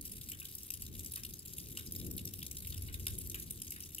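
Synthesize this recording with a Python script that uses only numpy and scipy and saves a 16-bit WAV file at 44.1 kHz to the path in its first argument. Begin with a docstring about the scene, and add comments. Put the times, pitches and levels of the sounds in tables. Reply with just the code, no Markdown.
"""Water drips and splats on hard ground close by, in night rain heard from under a shelter.
Each impact radiates a short noise burst; heavy drops knock on a hollow surface, and a few trap a
ringing bubble. Splats reflect from a near surface about 3 ms later and again from the walls around.
Behind them lie finer patter, the hiss of far rain and rolling distant thunder.
Everything reaches the left microphone slightly before the right."""
import sys
import numpy as np
from scipy import signal
from scipy.fft import rfft, irfft
from scipy.io import wavfile
from scipy.ndimage import uniform_filter1d

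SR = 44100
rng = np.random.default_rng(int(sys.argv[2]) if len(sys.argv) > 2 else 0)


def output_pcm(signal):
    """Save a mono or channel-first signal as 16-bit PCM at the path in sys.argv[1].

    Samples are clipped to [-1, 1] before scaling.
    """
    pcm = np.clip(np.atleast_2d(signal).T, -1, 1) * 32767
    wavfile.write(sys.argv[1], SR, np.round(pcm).astype(np.int16))


N = 176400


def undb(db):
    """The decibel scale: 20 dB is a tenfold amplitude."""
    return 10 ** (np.asarray(db) / 20)


def colour(x, points):
    """Spectral shaping by (frequency [Hz], gain [dB]) points, rolling off below the first."""
    hz, db = np.array(points, float).T
    f = np.maximum(np.fft.rfftfreq(x.shape[-1], 1 / SR), 1)
    gain = undb(np.interp(np.log(f), np.log(hz), db))
    bass_rolloff = np.minimum(f / hz[0], 1) ** 2
    return irfft(rfft(x) * gain * bass_rolloff, x.shape[-1])


def unit_rms(x):
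    """Normalisation to unit mean power."""
    return x / np.sqrt(np.mean(x ** 2))


def delay(x, seconds):
    """Shift theorem: a linear phase lag delays a signal, even by part of a sample."""
    f = np.fft.rfftfreq(x.shape[-1], 1 / SR)
    return irfft(rfft(x) * np.exp(-2j * np.pi * f * seconds), x.shape[-1])


def stereo_pair(left, other, correlation):
    """Partial coherence: the right channel blends the left with an independent signal."""
    return np.array([left, correlation * left + np.sqrt(1 - correlation ** 2) * other])


def add(out, sound, at_s):
    """Superposition: a sound sums into the mix from its onset."""
    onset = int(round(at_s * SR))
    start, stop = max(onset, 0), min(onset + sound.shape[-1], N)
    if stop > start:
        out[:, start:stop] += sound[..., start - onset:stop - onset]


# Swells of thunder (time [s], relative roll level [dB], relative growl level [dB])
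THUNDER_SWELLS = [(0.0, -55, -58), (0.15, -54, -57), (0.6, -60, -64), (0.72, -57, -63), (0.96, -48, -54),
                  (1.15, -56, -61), (1.3, -55, -57), (1.42, -60, -61), (1.63, -55, -56), (1.87, -54, -56),
                  (2.07, -45.5, -47), (2.3, -53, -54), (2.55, -53, -58), (2.82, -41.5, -56),
                  (2.98, -46.5, -56.5), (3.12, -44.5, -53.5), (3.45, -53, -56), (3.8, -57, -61)]
# Spectrum of the deep roll (frequency [Hz], relative density [dB])
ROLL_SPECTRUM = [(25, -7), (40, 4), (70, 9.5), (92, 9.5), (125, -4.5), (210, -40.5)]
# Spectrum of the higher growl (frequency [Hz], relative density [dB])
GROWL_SPECTRUM = [(85, -6), (135, 3.5), (270, -4.5), (345, -5), (440, -12.5), (560, -22.5), (750, -37),
                  (1200, -64)]


def thunder(roll_gain_db=.5, growl_gain_db=2.64):
    """An extended source: roll and growl swell as sound from different parts of the flash arrives."""
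    times, roll_db, growl_db = np.array(THUNDER_SWELLS).T
    t, out = np.arange(N) / SR, 0
    bands = (ROLL_SPECTRUM, roll_db + roll_gain_db), (GROWL_SPECTRUM, growl_db + growl_gain_db)
    for spectrum, db in bands:
        rumble = colour(stereo_pair(*rng.standard_normal((2, N)), correlation=.82), spectrum)
        running_power = uniform_filter1d(np.mean(rumble ** 2, axis=0), size=SR // 5)
        out = out + rumble / np.sqrt(running_power) * undb(np.interp(t, times, db))
    return out


# Spectrum of distant rain (frequency [Hz], relative density [dB])
HISS_SPECTRUM = [(500, -6), (1500, -6), (2800, -3), (5800, -6), (8500, -11), (11500, -4.5), (15500, 2.5)]


def far_rain(level_db=-60.5):
    """Incoherent summation: countless distant drops merge into a smooth hiss."""
    noise = stereo_pair(*rng.standard_normal((2, N)), correlation=.13)
    return unit_rms(colour(noise, HISS_SPECTRUM)) * undb(level_db)


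RISE_S = .0002  # attack of every splash, bubble and knock
NEAR_ECHO_S, NEAR_ECHO_SPREAD_S, NEAR_ECHO_DB = .0032, .000182, -2.5
# Mean spectrum of a splash (frequency [Hz], gain [dB])
SPLASH_SPECTRUM = [(800, -25), (1100, -21.5), (1450, -17), (1900, -12.5), (2200, -4), (2850, 2), (3300, 0),
                   (3800, 4.5), (4200, -2.5), (7400, 1), (8700, -3.5), (10800, 1.5), (12300, 2),
                   (15500, -3.5)]


def splashes(times, levels_db, burst_s, size=1024):
    """Impact noise: each drop gives a burst and a short spatter, mirrored by a near surface."""
    lead_s, spatter_s, spatter_db, mic_jitter_s = .002, .002, -13.5, .00001
    body_top_hz, splat_top_hz, tint_db, averaging_s = 4500, 9000, 3.5, .007
    t = np.maximum(np.arange(size) / SR - lead_s, 0)
    f = np.fft.rfftfreq(size, 1 / SR)
    left, other, tint, chance = np.split(rng.standard_normal((len(times), 4 * size)), 4, axis=1)
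    length, lag, echo = np.clip(chance.T[:3, :, None], -2, 2)
    decay_s = burst_s * np.exp(.45 * length)
    spatter = undb(spatter_db) * np.exp(-t / spatter_s)
    envelope = (1 - np.exp(-t / RISE_S)) * (np.exp(-t / decay_s) + spatter)
    bursts = stereo_pair(left * envelope, other * envelope, correlation=.78)
    bursts[1] = delay(bursts[1], mic_jitter_s * lag)
    # A smooth random ripple gives each drop its own colour.
    tint = unit_rms(uniform_filter1d(uniform_filter1d(tint, size=24), size=24))[:, :len(f)]
    spectra = rfft(colour(bursts, SPLASH_SPECTRUM)) * undb(tint_db * tint)
    body = 1 / (1 + (f / body_top_hz) ** 20)
    spray = 1 - 1 / (1 + (f / splat_top_hz) ** 20)
    splat = 1 - body - spray
    drops = 0
    for band, db in zip((body, splat, spray), levels_db.T):
        part = irfft(spectra * band)
        power = np.mean(np.sum(part ** 2, axis=-1), axis=0) / (averaging_s * SR)
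        drops = drops + part * (undb(db) / np.sqrt(power))[:, None]
    drops = drops + undb(NEAR_ECHO_DB) * delay(drops, NEAR_ECHO_S + NEAR_ECHO_SPREAD_S * echo)
    out = np.zeros((2, N))
    for k, at in enumerate(times):
        add(out, drops[:, k], at - lead_s)
    return out


# Near drips and their relative band levels (time [s], low body [dB], mid splat [dB], high spray [dB])
NEAR_DRIPS = [(0.0116, -70, -51, -43), (0.0535, -94, -52, -43), (0.1182, -84, -53, -43.5),
              (0.214, -49.5, -56, -49), (0.2882, -51.5, -50, -43), (0.298, -57, -63, -40.5),
              (0.318, -49.5, -46.5, -42), (0.4, -56, -57, -40), (0.4535, -46, -50, -43.5),
              (0.552, -69, -53.5, -37.5), (0.584, -71, -50, -47), (0.632, -70, -54, -44.5),
              (0.7045, -53, -44.5, -36), (0.7384, -53, -48.5, -39.5), (0.7478, -54.5, -55, -48),
              (0.8215, -53.5, -49, -40), (0.865, -51, -52.5, -48), (0.952, -53.5, -59, -49),
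              (0.994, -53, -47, -41.5), (1.0463, -70, -61, -45.5), (1.061, -56.5, -46.5, -44.5),
              (1.1198, -59, -55, -40.5), (1.1371, -51.5, -54, -40), (1.1588, -50, -48, -39),
              (1.177, -64, -55, -45), (1.2348, -50, -46.5, -43), (1.25, -46.5, -54.5, -42.5),
              (1.3371, -59, -49.5, -45.5), (1.3917, -78, -51, -46.5), (1.4803, -78, -53.5, -49),
              (1.5357, -64, -51, -47), (1.5834, -48, -51.5, -40.5), (1.601, -55.5, -52, -48),
              (1.659, -59, -56, -74), (1.7729, -49, -43.5, -40), (1.794, -49, -57, -48),
              (1.8718, -78, -49, -63), (1.9218, -62, -52, -38.5), (1.951, -51, -51.5, -44),
              (1.962, -61, -48, -40), (1.9985, -53, -51.5, -45), (2.014, -49, -62, -48),
              (2.066, -74, -51.5, -45.5), (2.112, -77, -51.5, -40.5), (2.166, -74, -65, -42),
              (2.1794, -45.5, -50, -40), (2.191, -47, -57, -58), (2.2536, -62, -48.5, -40),
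              (2.2752, -50, -46, -47), (2.337, -50, -52, -39), (2.3907, -59, -60, -44),
              (2.4284, -45, -50.5, -40), (2.465, -49.5, -46.5, -42), (2.5131, -55, -45.5, -42.5),
              (2.5691, -51, -45.5, -41.5), (2.5847, -66, -70, -47), (2.623, -53.5, -55, -46.5),
              (2.6485, -48.5, -55, -48), (2.6711, -54, -64, -38), (2.7038, -54, -57, -42.5),
              (2.7243, -44, -53, -54), (2.7442, -48.5, -55, -45), (2.7783, -54.5, -51.5, -45),
              (2.8216, -57, -55, -42.5), (2.885, -49.5, -73, -60), (2.9418, -45, -51, -40.5),
              (2.997, -57, -54, -46), (3.0678, -36, -40.5, -34.5), (3.0807, -65, -48, -43),
              (3.1076, -59, -60, -47), (3.136, -76, -54, -52), (3.186, -77, -52.5, -37.5),
              (3.2145, -83, -54, -46), (3.2722, -77, -53.5, -40.5), (3.2983, -70, -45, -42.5),
              (3.3158, -53, -58, -45), (3.3448, -43, -51.5, -39.5), (3.3552, -54, -50, -44),
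              (3.399, -67, -52, -43), (3.4214, -54.5, -54.5, -50), (3.5083, -53, -52, -38),
              (3.6187, -51, -46, -40.5), (3.679, -59, -48, -61), (3.7061, -67, -49, -40),
              (3.7209, -48.5, -51, -42.5), (3.762, -51, -61, -45.5), (3.805, -52.5, -52, -41),
              (3.8363, -57, -48, -70), (3.9475, -57, -47, -37.5), (3.9834, -51, -53.5, -41.5)]


def drips(band_gains_db=(-4.5, .23, 0)):
    """Impulsive excitation: big drops strike close by, so briefly that the sound is broadband."""
    rows = np.array(NEAR_DRIPS)
    return splashes(rows[:, 0], rows[:, 1:] + band_gains_db, burst_s=.00048)


def patter(drops_per_s=165, band_levels_db=(-70, -63.5, -56)):
    """Shot noise: softer drops land further off at random moments, varying in size and colour."""
    count = int(drops_per_s * N / SR)
    chance = np.clip(rng.standard_normal((count, 4)), -2, 2)
    size_db, colour_db = 2.6 * chance[:, :1], 2 * chance[:, 1:]
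    times = rng.random(count) * N / SR
    return splashes(times, np.array(band_levels_db) + size_db + colour_db, burst_s=.0009)


# Reflections from the walls (delay [s], smear [s], level [dB])
WALL_ECHOES = [(0.0138, 0.0012, -14.5), (.033, 0.0028, -16.5), (.058, 0.0033, -21)]


def yard_echoes(x, t60_s=.066, tail_db=-13.5):
    """Convolution with an impulse response: smeared wall reflections and a faint open-air tail."""
    t = np.arange(SR // 2) / SR
    echo_power = sum(undb(db) ** 2 * (t > at) * 2 / smear * np.exp(-2 * np.abs(t - at) / smear)
                     for at, smear, db in WALL_ECHOES)
    first_s, decay_per_s = WALL_ECHOES[0][0], 2 * np.log(1000) / t60_s
    tail = (t > first_s) * decay_per_s * np.exp(-decay_per_s * np.abs(t - first_s))
    envelope = np.sqrt((echo_power + undb(tail_db) ** 2 * tail) / SR)
    response = stereo_pair(*(rng.standard_normal((2, len(t))) * envelope), correlation=.23)
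    return signal.fftconvolve(x, response, axes=1)[:, :N]


# Drops that trap a bubble (time [s], starting pitch [Hz], level [dB])
BUBBLES = [(0.3185, 2920, -39.5), (0.335, 3010, -39.5), (0.417, 2600, -40), (.4524, 3520, -41),
           (0.704, 2626, -37.5), (0.952, 2900, -48), (1.177, 2550, -46), (1.249, 2870, -39.5),
           (1.772, 2910, -31), (2.419, 3260, -36.5), (3.0674, 3854, -45), (3.344, 2910, -39),
           (3.9825, 2930, -37)]


def plinks(decay_s=.0019, glide_per_s=5.3):
    """Bubble resonance: trapped air rings briefly, rising in pitch, mirrored by the near surface."""
    out, t = np.zeros((2, N)), np.arange(SR // 40) / SR
    envelope = np.exp(-t / decay_s) * (1 - np.exp(-t / RISE_S))
    for at, hz, db in BUBBLES:
        chirp = np.sin(2 * np.pi * hz * t * (1 + glide_per_s * t / 2))
        add(out, undb(db) * chirp * envelope, at)
    return out + undb(NEAR_ECHO_DB) * delay(out, NEAR_ECHO_S)


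# Heavy drops on a hollow surface (time [s], relative level [dB])
HEAVY_DROPS = [(0.319, -59.5), (0.416, -61.5), (1.1635, -55), (1.7721, -54.5), (2.7222, -59.5),
               (2.882, -58), (2.943, -62.5), (3.068, -58), (3.3446, -56), (3.7607, -57)]
# Modes of that surface (frequency [Hz], relative level [dB], T60 [s])
SURFACE_MODES = [(1140, -8, .04), (1342, -4, .04), (1580, 3.5, .04), (1900, 3, .025), (2190, 2, .02),
                 (2520, 6, .015), (2950, 6, .015), (3600, 6, .012)]


def knocks(gain_db=5.5, scatter_s=.023, detune_spread=.025, spread_db=2):
    """Modal vibration: heavy drops break into droplets that ring a surface, differently at each spot."""
    out, t = np.zeros((2, N)), np.arange(SR // 8) / SR
    hz, mode_db, t60 = np.array(SURFACE_MODES).T[:, :, None]
    attack, decay = 1 - np.exp(-t / RISE_S), np.exp(-np.log(1000) * t / t60)
    for at, db in HEAVY_DROPS:
        detune, share, phase = rng.standard_normal((3, len(hz), 1))
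        modes = np.sin(2 * np.pi * (hz * (1 + detune_spread * detune) * t + phase)) * decay
        ring = np.sum(undb(mode_db + spread_db * share) * modes, axis=0) * attack
        droplets = rng.standard_normal(len(t)) * np.exp(-t / scatter_s)
        knock = signal.fftconvolve(ring, droplets / np.linalg.norm(droplets))
        add(out, undb(db + gain_db) * knock, at)
    return out


def scene():
    """Superposition: near water and its echoes add to far rain and thunder."""
    far = thunder() + far_rain()
    water = drips() + knocks() + plinks() + patter()
    return far + water + yard_echoes(water)


# Lag of the right microphone behind the left (frequency [Hz], phase [rad])
RIGHT_PHASE_LAG = [(0, 0), (3270, 6.5), (4480, 7.5), (7300, 11.5), (8600, 13.5), (9500, 19.5), (10400, 23),
                   (13600, 27.5), (16000, 37)]
# Response of the right microphone relative to the left (frequency [Hz], gain [dB])
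RIGHT_GAIN = [(100, -1.24), (1500, -0.5), (5000, -3.5), (7800, -5), (9500, 1), (15500, -3.5)]


def record(dry, cutoff_hz=15600):
    """Acoustic shadow: the recorder delays and shades the right side; both sides are low-passed."""
    f = np.fft.rfftfreq(N, 1 / SR)
    gain = undb(np.interp(f, *np.array(RIGHT_GAIN).T))
    lag = np.interp(f, *np.array(RIGHT_PHASE_LAG).T)
    right = irfft(rfft(dry[1]) * gain * np.exp(-1j * lag), N)
    lowpass = signal.ellip(8, .1, 60, cutoff_hz, fs=SR, output="sos")
    return signal.sosfiltfilt(lowpass, np.array([dry[0], right]))


dry = scene()
out = record(dry)
output_pcm(out)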